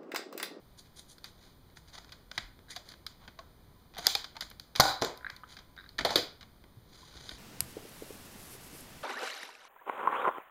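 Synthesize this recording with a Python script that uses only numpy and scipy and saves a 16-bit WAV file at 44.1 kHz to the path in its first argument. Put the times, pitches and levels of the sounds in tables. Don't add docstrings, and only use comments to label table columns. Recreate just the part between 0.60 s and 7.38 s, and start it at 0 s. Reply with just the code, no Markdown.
import sys
import numpy as np
from scipy import signal
from scipy.fft import rfft, irfft
from scipy.io import wavfile
from scipy.ndimage import uniform_filter1d

SR = 44100
rng = np.random.default_rng(int(sys.argv[2]) if len(sys.argv) > 2 else 0)


def unload_wav(signal):
    wavfile.write(
        sys.argv[1],
        SR,
        np.round(np.clip(np.atleast_2d(signal).T, -1, 1) * 32767).astype(np.int16),
    )


N = 298998
SHOT_S = 4.2

# low_hz, high_hz
SHELL_REGISTERS = [(70, 290), (600, 860), (1050, 3030), (3300, 5320), (8800, 14100)]


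def from_db(db):
    return 10 ** (np.asarray(db) / 20)


def unit_rms(x):
    return x / np.sqrt(np.mean(x ** 2) + 1e-20)


def at_hz(points, hz):
    known_hz, values = np.transpose(points)
    return np.interp(np.log(hz + 1e-9), np.log(known_hz), values)


def tilted(db_per_octave, registers, pivot_hz=3000):
    centre_hz = np.sqrt(np.prod(registers, axis=1))
    return db_per_octave * np.log2(centre_hz / pivot_hz)


def band(x, low_hz, high_hz, order=2):
    return signal.sosfilt(signal.butter(order, [low_hz, high_hz], "band", fs=SR, output="sos"), x)


def resonance(x, hz, width_hz):
    return signal.lfilter(*signal.iirpeak(hz, hz / width_hz, fs=SR), x + 1e-18)


def lag(x, time_s):
    keep = np.exp(-1 / (time_s * SR))
    return signal.lfilter([1 - keep], [1, -keep], x)


def seconds(length_s):
    return np.arange(int(length_s * SR)) / SR


def add(track, start_s, sound):
    start = round(start_s * SR)
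    track[start:start + len(sound)] += sound[:N - start]


def room_tone(air_db=-58.5, whine_hz=1010, whine_width_hz=25, whine_db=-80.5):
    # frequency_hz, relative_db
    air_curve = [(20, 1.5), (60, 5), (140, -0.5), (300, -6.5), (600, -12.5), (1100, -15.5), (2000, -21),
                 (4200, -20), (7000, -32), (9600, -26.5), (12000, -28.5), (15000, -25.5)]
    colour = from_db(at_hz(air_curve, np.fft.rfftfreq(N, 1 / SR)))
    air = irfft(rfft(rng.standard_normal(N)) * colour, N)
    whine = resonance(rng.standard_normal(N), whine_hz, whine_width_hz)
    return from_db(air_db) * unit_rms(air) + from_db(whine_db) * unit_rms(whine)


def room_wash(x, build_s=0.0097):
    # frequency_hz, t60_s
    decay_curve = [(100, 0.21), (500, 0.36), (1500, 0.4), (4000, 0.34), (7000, 0.23), (14000, 0.25)]
    edges_hz = np.geomspace(70, 17000, 15)
    out, white = 0, rng.standard_normal((2, N))
    for k, (low_hz, high_hz) in enumerate(zip(edges_hz, edges_hz[1:])):
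        drain_s = at_hz(decay_curve, np.sqrt(low_hz * high_hz)) / np.log(1e6)
        energy = band(x + 1e-9 * white[0], low_hz, high_hz, order=3) ** 2
        envelope = np.sqrt(lag(lag(energy, build_s), drain_s))
        out += envelope * unit_rms(band(white[k % 2], low_hz, high_hz, order=3))
    return out


def hollow_shell(x):
    # centre_hz, width_hz, gain_db
    modes = [(686, 38, -19), (745, 7.2, -13.5), (1493, 90, -5), (2058, 150, -16), (3430, 1100, -7),
             (4020, 100, -6), (4740, 150, -9.5)]
    return x + sum(from_db(gain_db) * resonance(x, hz, width_hz) for hz, width_hz, gain_db in modes)


def rubbing(trim_db=-2.0, grain_db=3.5, grains_per_s=400, rumble_db=-19.0, rumble_db_per_s=154.5):
    # middle_s, half_length_s, level_db, tilt_db_per_octave
    strokes = [(0.193, .014, -55, 5), (0.263, 0.011, -64, 0), (0.388, 0.023, -54, 6.5),
               (0.51, 0.022, -60.5, 8.5), (0.665, 0.026, -55, 0.5), (0.845, 0.074, -63, -.5),
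               (1.174, 0.013, -58, 3.5), (1.289, 0.019, -61, -0.5), (1.349, 0.018, -49.5, -1),
               (1.383, 0.0073, -50.5, -2.5), (1.482, 0.12, -67, -4), (1.754, 0.016, -57.5, -0.5),
               (2.115, 0.018, -48, 2.5), (2.16, 0.0057, -52, -2), (2.293, 0.034, -55, 0),
               (2.636, 0.027, -62, -7.5), (3.389, 0.011, -43, -4), (3.459, 0.045, -44, -1.5),
               (3.757, 0.0072, -55.5, -8.5), (3.825, 0.01, -45, -0.5), (4.181, 0.017, -43, -2),
               (4.918, 0.033, -54.5, -0.5), (6.39, 0.095, -61, 0.5), (6.576, .094, -57, -1),
               (6.726, 0.087, -53, 1)]
    # low_hz, high_hz
    registers = [(110, 420), (620, 1190), (1100, 3770), (3300, 5200), (5600, 7000), (8000, 11000)]
    colour_db = [-10, -2.5, -1.5, -6.5, -10.5]
    t = np.arange(N) / SR
    grain_s = np.cumsum(rng.exponential(1, 20000)) / grains_per_s
    slips = rng.standard_normal(len(grain_s)).clip(-2, 2)
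    grain = unit_rms(from_db(grain_db * np.interp(t, grain_s, slips)))
    swells = np.zeros((len(registers), N))
    for middle_s, half_s, level_db, tilt in strokes:
        near = np.abs(t - middle_s) < np.pi * half_s
        swell = np.exp(-((t[near] - middle_s) / half_s) ** 2)
        low_db = rumble_db + rumble_db_per_s * half_s
        upper_db = tilted(tilt, registers[1:]) + colour_db
        swells[:, near] += np.outer(from_db(level_db + np.append(low_db, upper_db)), swell)
    noises = [unit_rms(band(rng.standard_normal(N), *edges)) for edges in registers]
    return from_db(trim_db) * grain * np.sum(swells * noises, axis=0)


def snags(per_s=45, depth=1.4, decay_s=0.00054):
    jumps = (rng.random(N) < per_s / SR) * rng.uniform(.5, 1.5, N)
    return 1 + depth * signal.lfilter([1], [1, -np.exp(-1 / (decay_s * SR))], jumps + 1e-18)


def creaks(overtone_ratio=2.4, rise_s=0.0012, t60_s=0.014, loss_db=0.1,
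           pitch_scatter=0.037, scatter_db=1.54, max_slips=8):
    # start_s, length_s, gap_s, level_db, pitch_hz, overtone_db
    runs = [(2.084, .02, .008, -50, 1650, 4), (2.111, .024, 0.0058, -45, 1970, 3),
            (4.6095, .03, .02, -42, 1590, -25), (4.646, .03, 0.02, -26.5, 1605, -9),
            (4.698, .005, .01, -33, 1760, -12), (4.835, .007, 0.0041, -38.5, 1200, -5.5),
            (5.177, .04, .0105, -41, 1584, 3.5), (5.241, .03, 0.021, -46.5, 1600, 5.5)]
    # pitch_ratio, gain_db
    panel_modes = [(.87, -13), (1, 8.5), (1.13, 1.5), (1.26, -17)]
    out, t = np.zeros(N), seconds(.06)
    envelope = from_db(-60 * t / t60_s) * (1 - np.exp(-t / rise_s))
    for start_s, length_s, gap_s, level_db, pitch_hz, overtone_db in runs:
        modes = panel_modes + [(overtone_ratio, overtone_db)]
        delays_s = gap_s * np.arange(max_slips)
        chance = rng.standard_normal((max_slips, 2))
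        for k, delay_s in enumerate(delays_s[delays_s < length_s]):
            slip_hz = pitch_hz * (1 + pitch_scatter * chance[k, 0])
            slip_db = level_db - k * loss_db + scatter_db * chance[k, 1]
            ring = sum(from_db(db) * np.sin(2 * np.pi * ratio * slip_hz * t) for ratio, db in modes)
            add(out, start_s + delay_s, from_db(slip_db) * envelope * ring)
    return out


def struck_modes(strikes, t60_cycles):
    out, t = np.zeros(N), seconds(.4)
    for start_s, level_db, hz in strikes:
        envelope = from_db(level_db - 60 * hz * t / t60_cycles) * (1 - np.exp(-2 * hz * t))
        add(out, start_s, envelope * np.sin(2 * np.pi * hz * t))
    return out


def thuds():
    # start_s, level_db, pitch_hz
    bumps = [(1.828, -41.5, 40), (3.821, -45, 45.6), (4.1966, -10.5, 135), (4.2, -26, 49.4),
             (4.415, -29.5, 127), (5.384, -39.5, 46), (6.17, -37.5, 114.6), (6.56, -44, 67.6),
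             (6.722, -44, 49)]
    return struck_modes(bumps, t60_cycles=10)


def panel_knocks():
    # start_s, level_db, pitch_hz
    knocks = [(1.778, -26.5, 1955), (2.165, -40, 723), (2.678, -59, 675), (2.79, -42.5, 665),
              (2.791, -38, 1090), (3.367, -40, 785), (3.387, -32, 701), (3.469, -7, 3350),
              (3.478, -32, 786), (3.552, -30, 803), (3.552, -19, 2410), (3.767, -40, 916),
              (4.424, -24.5, 457), (4.426, -31, 610), (5.291, -37, 4340), (5.388, -20, 1745),
              (5.45, -33, 452.5), (5.558, -30, 301.4), (5.56, -35.5, 600), (5.577, -29.5, 492),
              (6.43, -46.5, 1030), (6.692, -28, 3630)]
    return struck_modes(knocks, t60_cycles=49)


def spring_ring(trim_db=-3.0, shiver_db=3):
    # pitch_hz, level_db, t60_s
    modes = [(759, -16, .32), (795, -13, .3), (958, -22, .2), (1461, -14, .25), (1526, -26, .36),
             (126, -31, .35), (305, -24, .25), (870, -25, .25), (828, -21, .2), (915, -22, .2),
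             (1008, -48, 2.4), (1169, -31, .4), (3748, -28, .42), (3944, -26, .42), (4018, -22, .28),
             (4044, -26, .45), (4141, -28, .4), (4734, -23, .28), (4796, -27, .4), (4855, -21, .22),
             (5024, -24, .25)]
    out, t = np.zeros(N), seconds(1.5)
    for hz, level_db, t60_s in modes:
        shiver = np.interp(t, np.linspace(0, t[-1], 200), rng.standard_normal(200))
        envelope = from_db(trim_db + level_db + shiver_db * shiver - 60 * t / t60_s)
        add(out, SHOT_S, envelope * np.sin(2 * np.pi * (hz * t + rng.random())))
    return out


def plastic_hit(levels_db, crack_t60_s, registers, bass_hold=0.27, rise_s=0.00025):
    out, t = 0, seconds(.15)
    crack_low_hz, crack_high_hz = SHELL_REGISTERS[3]
    for (low_hz, high_hz), level_db in zip(registers, levels_db):
        t60_s = crack_t60_s * (crack_low_hz / low_hz) ** bass_hold
        chatter = rng.standard_normal(len(t)) * from_db(-60 * t / t60_s) * (1 - np.exp(-t / rise_s))
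        ring = band(chatter, low_hz, high_hz, order=3 if low_hz > crack_high_hz else 2)
        peak_rms = np.sqrt(uniform_filter1d(ring ** 2, size=130).max())
        out += from_db(level_db) * ring / peak_rms
    return out


def ratchet(start_s=3.338, gap_s=.0095, level_db=-52.5, step_db=0.2, db_per_octave=-2.8, t60_s=.017):
    return [(start_s + k * gap_s, level_db + k * step_db, db_per_octave, t60_s) for k in range(3)]


def clicks(send_db=-11.5):
    # start_s, level_db, tilt_db_per_octave, t60_s
    contacts = [(.5819, -53, 5, 0.024), (0.642, -40, 4.5, 0.033), (1.1, -64, -3, .015),
                (1.1706, -49, -2.5, 0.015), (1.3788, -50, 2, 0.016), (1.445, -53, 2, 0.019),
                (1.4925, -51, -2.5, 0.01), (1.5204, -44.5, 2.5, 0.046), (1.714, -39.5, -2, 0.016),
                (1.7776, -29, -2, 0.028), (1.9902, -57, -6, 0.011), (2.162, -37.5, 3, 0.045),
                (2.2887, -47.5, 6, .02), (2.319, -50, 2.5, .022), (2.3378, -53, -4.5, 0.016),
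                (2.4649, -37, 5, 0.022), (2.6773, -47.5, -5, 0.035), (2.789, -46, -2.5, 0.029),
                (3.368, -45, -3, .008), (3.3823, -45, 12, 0.02), (3.387, -44.5, -5.5, 0.011),
                (3.459, -32.5, 1, .015), (3.478, -31, -1.5, 0.012), (3.6426, -38.5, 1.5, 0.032),
                (3.7658, -41.5, -2, 0.029), (3.8079, -33.5, 5, 0.03), (3.8212, -38.5, -2.5, 0.02),
                (3.901, -57, 15.5, 0.015), (3.9123, -49.5, -5, 0.017), (3.9974, -40.5, 6.5, .01),
                (4.1528, -37, -2.5, 0.014), (4.1596, -29.5, 4, 0.023), (4.415, -38, 5, 0.018),
                (4.4472, -30, 4.5, 0.0084), (4.575, -50.5, 11, 0.0078), (4.7005, -37.5, 1, 0.01),
                (4.7635, -49, 5.5, 0.026), (4.9672, -46, -1.5, 0.046), (4.9881, -49.5, -0.5, 0.049),
                (5.1639, -55.5, -1.5, 0.021), (5.2912, -54.5, 4, 0.029), (5.3825, -38, 2, 0.035),
                (5.3892, -28.5, -3, 0.029), (5.408, -36, -5, 0.046), (5.49, -37, -3.5, 0.072),
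                (5.576, -31.5, 0, 0.069), (5.8092, -50, -0.5, 0.058), (5.8278, -49.5, -3, 0.028),
                (6.0391, -59, -7, 0.014), (6.6924, -39, 1, 0.0066), (6.713, -47, -6, 0.015)]
    colour_db = [-25.5, -18, -2, -1.5, -19]
    for start_s, level_db, tilt, t60_s in contacts + ratchet():
        levels_db = level_db + tilted(tilt, SHELL_REGISTERS) + colour_db
        yield start_s, plastic_hit(levels_db, t60_s, SHELL_REGISTERS), send_db


def plunger_rebounds(after_s=.0215, gap_s=.0165, loss_db=2.5):
    crack_db, crack_hz = -21.5, 4762.5
    hollow_db, cavity_hz = -14.5, 780.5
    t60_s, send_db = 0.001, -25.5
    return [(SHOT_S + after_s + k * gap_s, crack_db - k * loss_db, hollow_db - k * loss_db,
             cavity_hz, crack_hz, t60_s, send_db) for k in range(3)]


def slams(cavity_spread=1.48, crack_spread=1.235):
    # start_s, crack_db, hollow_db, cavity_hz, crack_hz, t60_s, room_send_db
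    blows = [(3.468, -5.5, -26, 722, 5200, 0.011, -14.5), (3.5512, -20, -37, 700, 4200, 0.017, -10),
             (4.198, -19.5, -14, 735, 4200, 0.0087, -4.5), (4.2, 0, -8, 780, 4900, .016, -13),
             (4.2052, -1, -11, 750, 4950, 0.027, -15.5), (4.4205, -28, -23.5, 524, 5000, 0.023, -3),
             (5.4484, -25, -22.5, 560, 4100, 0.067, -8.5), (5.505, -32.5, -30.5, 644, 4200, 0.042, -2),
             (5.557, -17.5, -22.5, 430, 4000, 0.046, -7)]
    thump, _, knock, _, sizzle = SHELL_REGISTERS
    for start_s, crack_db, hollow_db, cavity_hz, crack_hz, t60_s, send_db in blows + plunger_rebounds():
        hollow = cavity_hz / cavity_spread, cavity_hz * cavity_spread
        crack = crack_hz / crack_spread, crack_hz * crack_spread
        thump_db = hollow_db - 17.5
        knock_db = (hollow_db + crack_db) / 2 - 5.5
        sizzle_db = 1.22 * crack_db - 10
        levels_db = [thump_db, hollow_db, knock_db, crack_db, sizzle_db]
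        yield start_s, plastic_hit(levels_db, t60_s, [thump, hollow, knock, crack, sizzle]), send_db


def scene(rub_send_db=-9.0, panel_send_db=-11.5):
    hits, hit_send = np.zeros((2, N))
    for start_s, hit, send_db in [*slams(), *clicks()]:
        add(hits, start_s, hit)
        add(hit_send, start_s, hit * from_db(send_db))
    rub = rubbing() * snags()
    panels = creaks() + panel_knocks()
    wash = room_wash(hit_send + from_db(rub_send_db) * rub + from_db(panel_send_db) * panels)
    body = hollow_shell(hits + rub + wash)
    return (body + panels + spring_ring() + thuds() + room_tone())[None]


def limiter(x, threshold_db=-11.0, release_db_per_s=153.0, attack_s=0.0002):
    level_db = 10 * np.log10(np.abs(uniform_filter1d(x ** 2, size=66)) + 1e-12)
    over_db = np.maximum(level_db - threshold_db, 0)
    climb_db = release_db_per_s * np.arange(N) / SR
    cut_db = np.maximum.accumulate(over_db + climb_db, axis=-1) - climb_db
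    return x * from_db(-lag(cut_db, attack_s))


def record(dry):
    # centre_hz, width_hz, share_removed
    notches = [(2720, 750, .96), (5490, 480, .95), (7900, 900, .84), (10950, 850, .92)]
    for hz, width_hz, share in notches:
        dry = dry - share * resonance(dry, hz, width_hz)
    top_cut = signal.ellip(10, .3, 80, 15500, fs=SR, output="sos")
    return signal.sosfilt(top_cut, np.clip(limiter(dry), -1, 1))


dry = scene()
out = record(dry)
unload_wav(out)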